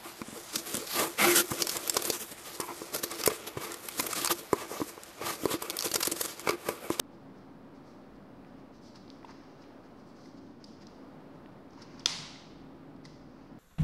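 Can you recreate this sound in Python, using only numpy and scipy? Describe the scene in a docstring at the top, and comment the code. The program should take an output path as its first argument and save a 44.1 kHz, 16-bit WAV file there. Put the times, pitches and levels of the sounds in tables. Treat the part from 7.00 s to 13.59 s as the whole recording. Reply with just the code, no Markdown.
"""From the start a fan drones in the low resonances of a bare, echoing room, over soft microphone hiss
and an uneven low rumble, whose upper boom is stronger near the end.
Soon skin rubs a sticker sheet near the microphone: jerky noise that swells and fades with each stroke.
Fingertips tap softly (one short fading tone each), then bending creases tick: a jolt and a dying flurry.
About five seconds in, something small and hard snaps once on the table: many fading tones and a crack.
The rubbing, taps, ticks and snap also echo from the room."""
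import sys
import numpy as np
from scipy import signal
from scipy.fft import rfft, irfft, next_fast_len
from scipy.io import wavfile
from scipy.ndimage import map_coordinates

SR = 44100
rng = np.random.default_rng(int(sys.argv[2]) if len(sys.argv) > 2 else 0)


def log_audio(samples):
    """Write samples as a 16-bit WAV file to the path given in sys.argv[1]."""
    # one column per channel
    frames = np.atleast_2d(samples).T
    # limit to full scale, then quantise
    limited = np.clip(frames, -1, 1)
    pcm = np.round(limited * 32767).astype(np.int16)
    wavfile.write(sys.argv[1], SR, pcm)


N = 290568

# Tone colour of the steady background noise, low fan air and microphone hiss:
# (frequency [Hz], level per Hz [dB])
STEADY_NOISE_COLOUR = [(70, -28.5), (150, -8.5), (300, -1.5), (450, -4), (700, -6), (1250, -11.5),
                       (1800, -19), (2600, -25), (3500, -28), (5000, -31), (6500, -40), (8500, -42),
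                       (15800, -44.5)]
# Low room resonances that drone with the fan: (frequency [Hz], width [Hz], level [dB])
DRONE_RESONANCES = [(48, 14, -24), (110, 50, -13.5), (195.5, 40, -8), (234.3, 19, -5.5), (269.6, 29, -7.5),
                    (292.3, 34, -8), (336.6, 22, -8.5), (382, 37, -15.5), (470, 74, -20.5)]
# Steady fan and motor tones: (frequency [Hz], peak level [dB])
HUM_TONES = [(268.5, -57), (578, -67)]
# Rough levels of the low rumble: (time [s], upper boom level [dB], deep boom level [dB])
RUMBLE_LEVELS = [(0.0, -63.5, -79), (0.8, -65, -69), (4.0, -64.5, -73.5), (4.8, -62.5, -71),
                 (5.14, -52.5, -70), (5.35, -63, -65), (6.0, -58, -69), (6.35, -62, -66),
                 (6.59, -54, -66.5)]

# Skin strokes: (middle [s], length [s], level [dB], dull scrape relative to the stroke [dB])
STROKES = [(.14, .078, -75.5, -16), (.385, .12, -75.5, -14), (0.762, .064, -73.5, -12),
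           (0.89, 0.12, -70, -20), (1.158, 0.048, -75.5, -8), (1.602, .061, -77, 6),
           (1.76, .095, -70.5, -7), (1.866, 0.13, -63, -13), (1.964, 0.049, -60, 0), (2.301, .07, -64.5, 7),
           (2.44, 0.42, -74, 4), (2.626, .1, -69.5, 4), (2.856, .068, -71.5, -4), (3.0, .1, -74, -15),
           (3.09, 0.088, -69.5, -16), (3.18, .097, -69, -12), (3.255, .14, -67, -16),
           (3.379, .045, -67, -2), (3.47, .17, -77, -6), (3.622, .077, -72.5, 5.5),
           (3.824, 0.054, -62.5, -1), (4.354, .047, -76.5, -3), (4.738, 0.08, -71, 2),
           (4.812, 0.11, -63.5, 5.5), (4.97, 0.31, -67.5, 5), (6.06, 0.055, -63, 0), (6.4, .36, -77, 7.5)]
# Tone colour of skin on paper: (frequency [Hz], level [dB])
PAPER_COLOUR = [(2200, -27), (3300, -11), (3900, -7.5), (4500, -2.5), (5100, -2), (5700, -5), (6500, -10),
                (7200, -18), (9000, -52.5)]
# Tone colour of the thin hiss in a stroke: (frequency [Hz], level [dB])
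HISS_COLOUR = [(5000, -36.5), (7500, 1), (10000, -8.5), (12500, -10), (15500, -21)]
# Tone colour of the dull scrape in a stroke: (frequency [Hz], level [dB])
DULL_COLOUR = [(500, -41), (900, 3.5), (1600, -2.5), (2800, -10), (4000, -28), (8000, -51)]
# Hiss relative to the stroke [dB], and its change per dB of dull scrape: the duller, the less hiss
HISS_DB, HISS_PER_DULL = -19, -0.35

# Fingertip taps: (time [s], level [dB], frequency [Hz])
KNOCKS = [(.131, -46.5, 800), (2.228, -49, 705), (2.246, -35, 930), (2.292, -43, 910), (3.257, -52.5, 2050),
          (4.777, -43.5, 975), (5.358, -45.5, 2076), (6.052, -44.5, 2010)]
KNOCK_T60_S = 0.025  # time to fade by 60 dB

# How long the room echoes at each pitch: (frequency [Hz], time to fade by 60 dB [s])
ROOM_FADE = [(500, 1.3), (2000, 1.08), (4000, 0.96), (6000, 0.83), (11000, 0.58), (16000, 0.61)]

# Creases: (time [s], level [dB], ring [Hz], flurry fade by 60 dB [s], echo relative to the crease [dB])
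CREASES = [(1.4482, -45.5, 2100, 0.0079, 1), (1.9565, -44, 4730, .03, -5), (2.08, -49, 4330, .009, 13),
           (2.1021, -35.5, 4220, 0.0071, -3), (2.2298, -46.5, 1900, .012, 9),
           (2.2488, -45.5, 2580, .02, -4), (2.307, -49, 4900, .03, -6), (2.6194, -59, 5120, .02, 0),
           (2.64, -50.5, 3000, .008, -4), (3.258, -51, 5150, .018, -3), (3.6418, -38.5, 4900, .024, 6.5),
           (3.8692, -40, 5000, .014, 2), (4.46, -45, 2470, .006, -5.5), (4.707, -55.5, 5540, .014, -4),
           (4.7327, -55.5, 5400, .014, -4), (4.8196, -42, 5000, .05, -5), (4.995, -41.5, 5150, .03, 4),
           (5.0053, -45, 3480, .025, -8), (5.9628, -59, 4500, .02, -4), (6.0525, -40, 4900, 0.019, 5.5),
           (6.0574, -41.5, 4430, .02, -6)]
# Tone colour of the thin edge on each crease: (frequency [Hz], level [dB])
EDGE_COLOUR = [(5000, -20), (7500, 11), (11000, 1.5), (13500, -19), (15800, -17.5)]
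# Tone colour of the creases as the walls hear them: (frequency [Hz], level [dB])
CREASE_ECHO_COLOUR = [(800, -34), (2000, -17), (3300, -7), (3900, -7.5), (4500, -1), (5100, 2.5),
                      (5700, -4), (6500, -9.5), (7200, -15), (10000, -24), (15800, -37)]
CREASE_WIDTH_HZ = 1150  # a wider ring fades faster
FLURRY_DB, FLURRY_RISE_S = -13.5, 0.0008  # flurry relative to the jolt, and its build-up time
# Edge relative to the jolt; it weakens for each halving of the flurry's fade time below CRISP_S
EDGE_DB, EDGE_DB_PER_HALVING, CRISP_S = -10, 19, 0.018

# The one hard snap: (time [s], ring level [dB], echo level [dB])
SNAP = (5.0574, -10.5, -0.82)
# Tones the hard object rings with: (frequency [Hz], level [dB], time to fade by 60 dB [s])
SNAP_MODES = [(346, -24, 0.046), (480, -21, 0.021), (960, -21.5, 0.024), (1310, -15.5, 0.017),
              (2095, -16, 0.018), (2430, -9.5, 0.012), (3480, 1.5, 0.011), (4200, -4, 0.013),
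              (5010, 0.5, 0.011), (5980, -2, 0.012), (7200, -13.5, 0.0085)]
# Tone colour of the snap's crack: (frequency [Hz], level [dB])
CRACK_COLOUR = [(3000, -24), (7000, 0), (9000, 1.5), (11500, -5.5), (14000, -18), (15800, -18)]
# Near surfaces that repeat the snap: (delay after the snap's time [s], level [dB])
NEAR_WALLS = [(.0033, -11.5), (0.0102, -20), (0.0138, -17), (.0227, -26.5), (0.0365, -24)]
# Tone colour of the snap as the walls hear it: (frequency [Hz], level [dB])
SNAP_ECHO_COLOUR = [(300, -40), (570, -14), (750, -5), (1200, -4.5), (1800, -8.5), (2060, -2.5), (2400, -5),
                    (3500, -0.5), (4970, 2), (6200, -4), (7500, -10), (10200, -17.5), (13000, -33.5),
                    (15800, -51)]

TOP_HZ = 15750  # the recorder keeps nothing from here up


def amp(db):
    """Turns decibels into a plain multiplier."""
    return 10 ** (np.asarray(db) / 20)


def unit(x):
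    """Scales a sound to an average (rms) strength of 1."""
    return x / np.sqrt(np.mean(x ** 2) + 1e-20)


def along(points, hz):
    """Reads a value between (frequency, value) points, with pitch on a log scale."""
    f, v = np.transpose(points)
    return np.interp(np.log(hz + 1), np.log(f + 1), v)


def curves(rows):
    """Draws one curve over time for each column after the time."""
    s, *cols = np.transpose(rows)
    return [np.interp(np.arange(N) / SR, s, c) for c in cols]


def wobble(rate):
    """A smooth random curve through `rate` random points a second."""
    knots = rng.standard_normal(N // 100)
    return map_coordinates(knots, [np.arange(N) * rate / SR])


def filtered(x, response):
    """Makes each frequency of a sound louder or softer, as `response` says."""
    m = next_fast_len(N + SR // 2)  # spare room at the end
    hz = np.fft.rfftfreq(m, 1 / SR)
    return irfft(rfft(x, m) * response(hz), m)[:N]


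def coloured(x, spectrum):
    """Gives a sound the tone colour of a (frequency, level) table, at rms 1."""
    return unit(filtered(x, lambda hz: amp(along(spectrum, hz))))


def resonant(modes):
    """Noise gathered in resonances whose sides fall off steeply, at rms 1."""
    def response(f):
        power = sum(amp(2 * db) / (1 + (2 * (f - hz) / width) ** 2) ** 2 for hz, width, db in modes)
        return np.sqrt(power)
    return unit(filtered(rng.standard_normal(N), response))


def add(out, s, sound):
    """Mixes a sound in, starting at s seconds."""
    part = out[round(s * SR):][:len(sound)]
    part += sound[:len(part)]


def background():
    """Low fan air and microphone hiss, the fan's drone and wavering tones, and an uneven low rumble."""
    boom_db, deep_db = curves(RUMBLE_LEVELS)
    steady_noise = coloured(rng.standard_normal(N), STEADY_NOISE_COLOUR)
    air_and_hiss = amp(-56.5 + 0.95 * wobble(3.276)) * steady_noise
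    drone = amp(-54.5 + 0.72 * wobble(1.53)) * resonant(DRONE_RESONANCES)
    hum = np.zeros(N)
    for hz, db in HUM_TONES:
        level = amp(db + 1.2 * wobble(6.8))
        turns = np.cumsum(hz + 0.83 * wobble(5)) / SR
        hum += level * np.sin(2 * np.pi * turns)
    upper_boom = amp(boom_db + 1.5 * wobble(4)) * resonant([(153.0, 31, 0)])
    deep_boom = amp(deep_db) * resonant([(48, 13, 0)])
    return air_and_hiss + drone + hum + upper_boom + deep_boom


def jerks():
    """Noise of random, uneven strength: skin catching and slipping in tiny jerks."""
    bursts_db = 2 * np.minimum(rng.exponential(size=N), 4)
    return rng.standard_normal(N) * amp(bursts_db + 1.3 * wobble(120))


def rubbing():
    """Skin slips over the fibres in tiny jerks; each stroke swells and fades."""
    pressure = np.zeros((3, N))  # paper, hiss, dull scrape
    for s, length, db, dull_db in STROKES:
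        swell = np.hanning(round(length * SR)) ** 0.67
        hiss_db = HISS_DB + HISS_PER_DULL * dull_db
        for row, level in zip(pressure, amp(db + np.array([0, hiss_db, dull_db]))):
            add(row, s - length / 2, level * swell)
    colours = (PAPER_COLOUR, HISS_COLOUR, DULL_COLOUR)
    return sum(row * coloured(jerks(), colour) for row, colour in zip(pressure, colours))


def knocks():
    """Soft fingertip taps: each is one tone that starts quickly and fades."""
    out = np.zeros(N)
    t = np.arange(SR // 8) / SR
    for s, db, hz in KNOCKS:
        start = 1 - np.exp(-t / 0.0003)
        add(out, s, amp(db - 60 * t / KNOCK_T60_S) * start * np.sin(2 * np.pi * hz * t))
    return out


def room(x, colour):
    """The echo builds over some 30 ms, then each frequency dies at its own speed."""
    hz, t, noise = signal.stft(rng.standard_normal(SR), SR, nperseg=256)
    build = 1 - np.exp(-(t / 0.019) ** 2)
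    fade_db = 60 * t / along(ROOM_FADE, hz)[:, None]
    shape = amp(along(colour, hz)[:, None] - fade_db) * build
    tail = signal.istft(noise * shape, SR, nperseg=256)[1]
    return signal.fftconvolve(x, tail / np.linalg.norm(tail))[:N]


def ticks():
    """A crease lets go in one jolt and a dying flurry of smaller ones, each a fading ring."""
    out, edges, blows = np.zeros(N), np.zeros(N), np.zeros(N)
    t = np.arange(SR // 20) / SR
    fade = np.pi * CREASE_WIDTH_HZ * t
    envelope = (fade * np.exp(1 - fade)) ** 2  # a soft start keeps the ring's pitch well gathered
    for s, db, hz, t60, echo_db in CREASES:
        build = 1 - np.exp(-t / FLURRY_RISE_S)
        jolts = rng.standard_normal(len(t)) * amp(FLURRY_DB - 60 * t / t60) * build
        jolts[0] = 1  # the first, main jolt
        ring = np.sin(2 * np.pi * hz * t) * envelope
        add(out, s, amp(db) * signal.fftconvolve(jolts, ring))
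        # Short flurries are blunt: their thin edge is weaker
        edge_db = EDGE_DB + EDGE_DB_PER_HALVING * min(np.log2(t60 / CRISP_S), 0)
        add(edges, s, amp(db + edge_db) * jolts)
        blows[round(s * SR)] = amp(db + echo_db) * np.linalg.norm(jolts)
    thin_edges = filtered(edges, lambda f: amp(along(EDGE_COLOUR, f)))
    return out + thin_edges + room(blows, CREASE_ECHO_COLOUR)


def snap():
    """A hard blow rings all modes and cracks, near surfaces repeat it, the room answers smoothly."""
    out, blow = np.zeros(N), np.zeros(N)
    t = np.arange(SR // 10) / SR
    s, db, echo_db = SNAP
    ring = sum(amp(level - 60 * t / t60) * np.sin(2 * np.pi * hz * t) for hz, level, t60 in SNAP_MODES)
    crack_noise = coloured(rng.standard_normal(N), CRACK_COLOUR)[:len(t)]
    crack = amp(-20.5 - 60 * t / 0.019) * crack_noise
    start = 1 - np.exp(-(t / 0.00026) ** 2)
    hit = amp(db) * (ring + crack) * start
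    for delay, wall_db in [(0.0011, 0)] + NEAR_WALLS:  # the direct sound comes first
        add(out, s + delay, amp(wall_db) * hit)
    blow[round(s * SR)] = amp(echo_db)
    return out + room(blow, SNAP_ECHO_COLOUR)


def scene():
    """Paper, taps and snap near the microphone, with the room and steady background behind."""
    skin, taps = rubbing(), knocks()
    echo_colour = [(500, -8.5), (3000, 7), (16000, 2)]  # (frequency [Hz], level [dB])
    echo = room(amp(-5.0) * skin + amp(-11.0) * taps, echo_colour)
    return (skin + taps + echo + ticks() + snap() + background())[None]


def record(dry):
    """The recorder cuts deep bass, keeps nothing above its band limit and sits slightly off zero."""
    def response(hz):
        bass_cut = 1 / np.sqrt(1 + (36 / (hz + 1)) ** 8)
        return (hz < TOP_HZ) * bass_cut
    return filtered(dry[0], response)[None] - 0.0006


dry = scene()
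out = record(dry)
log_audio(out)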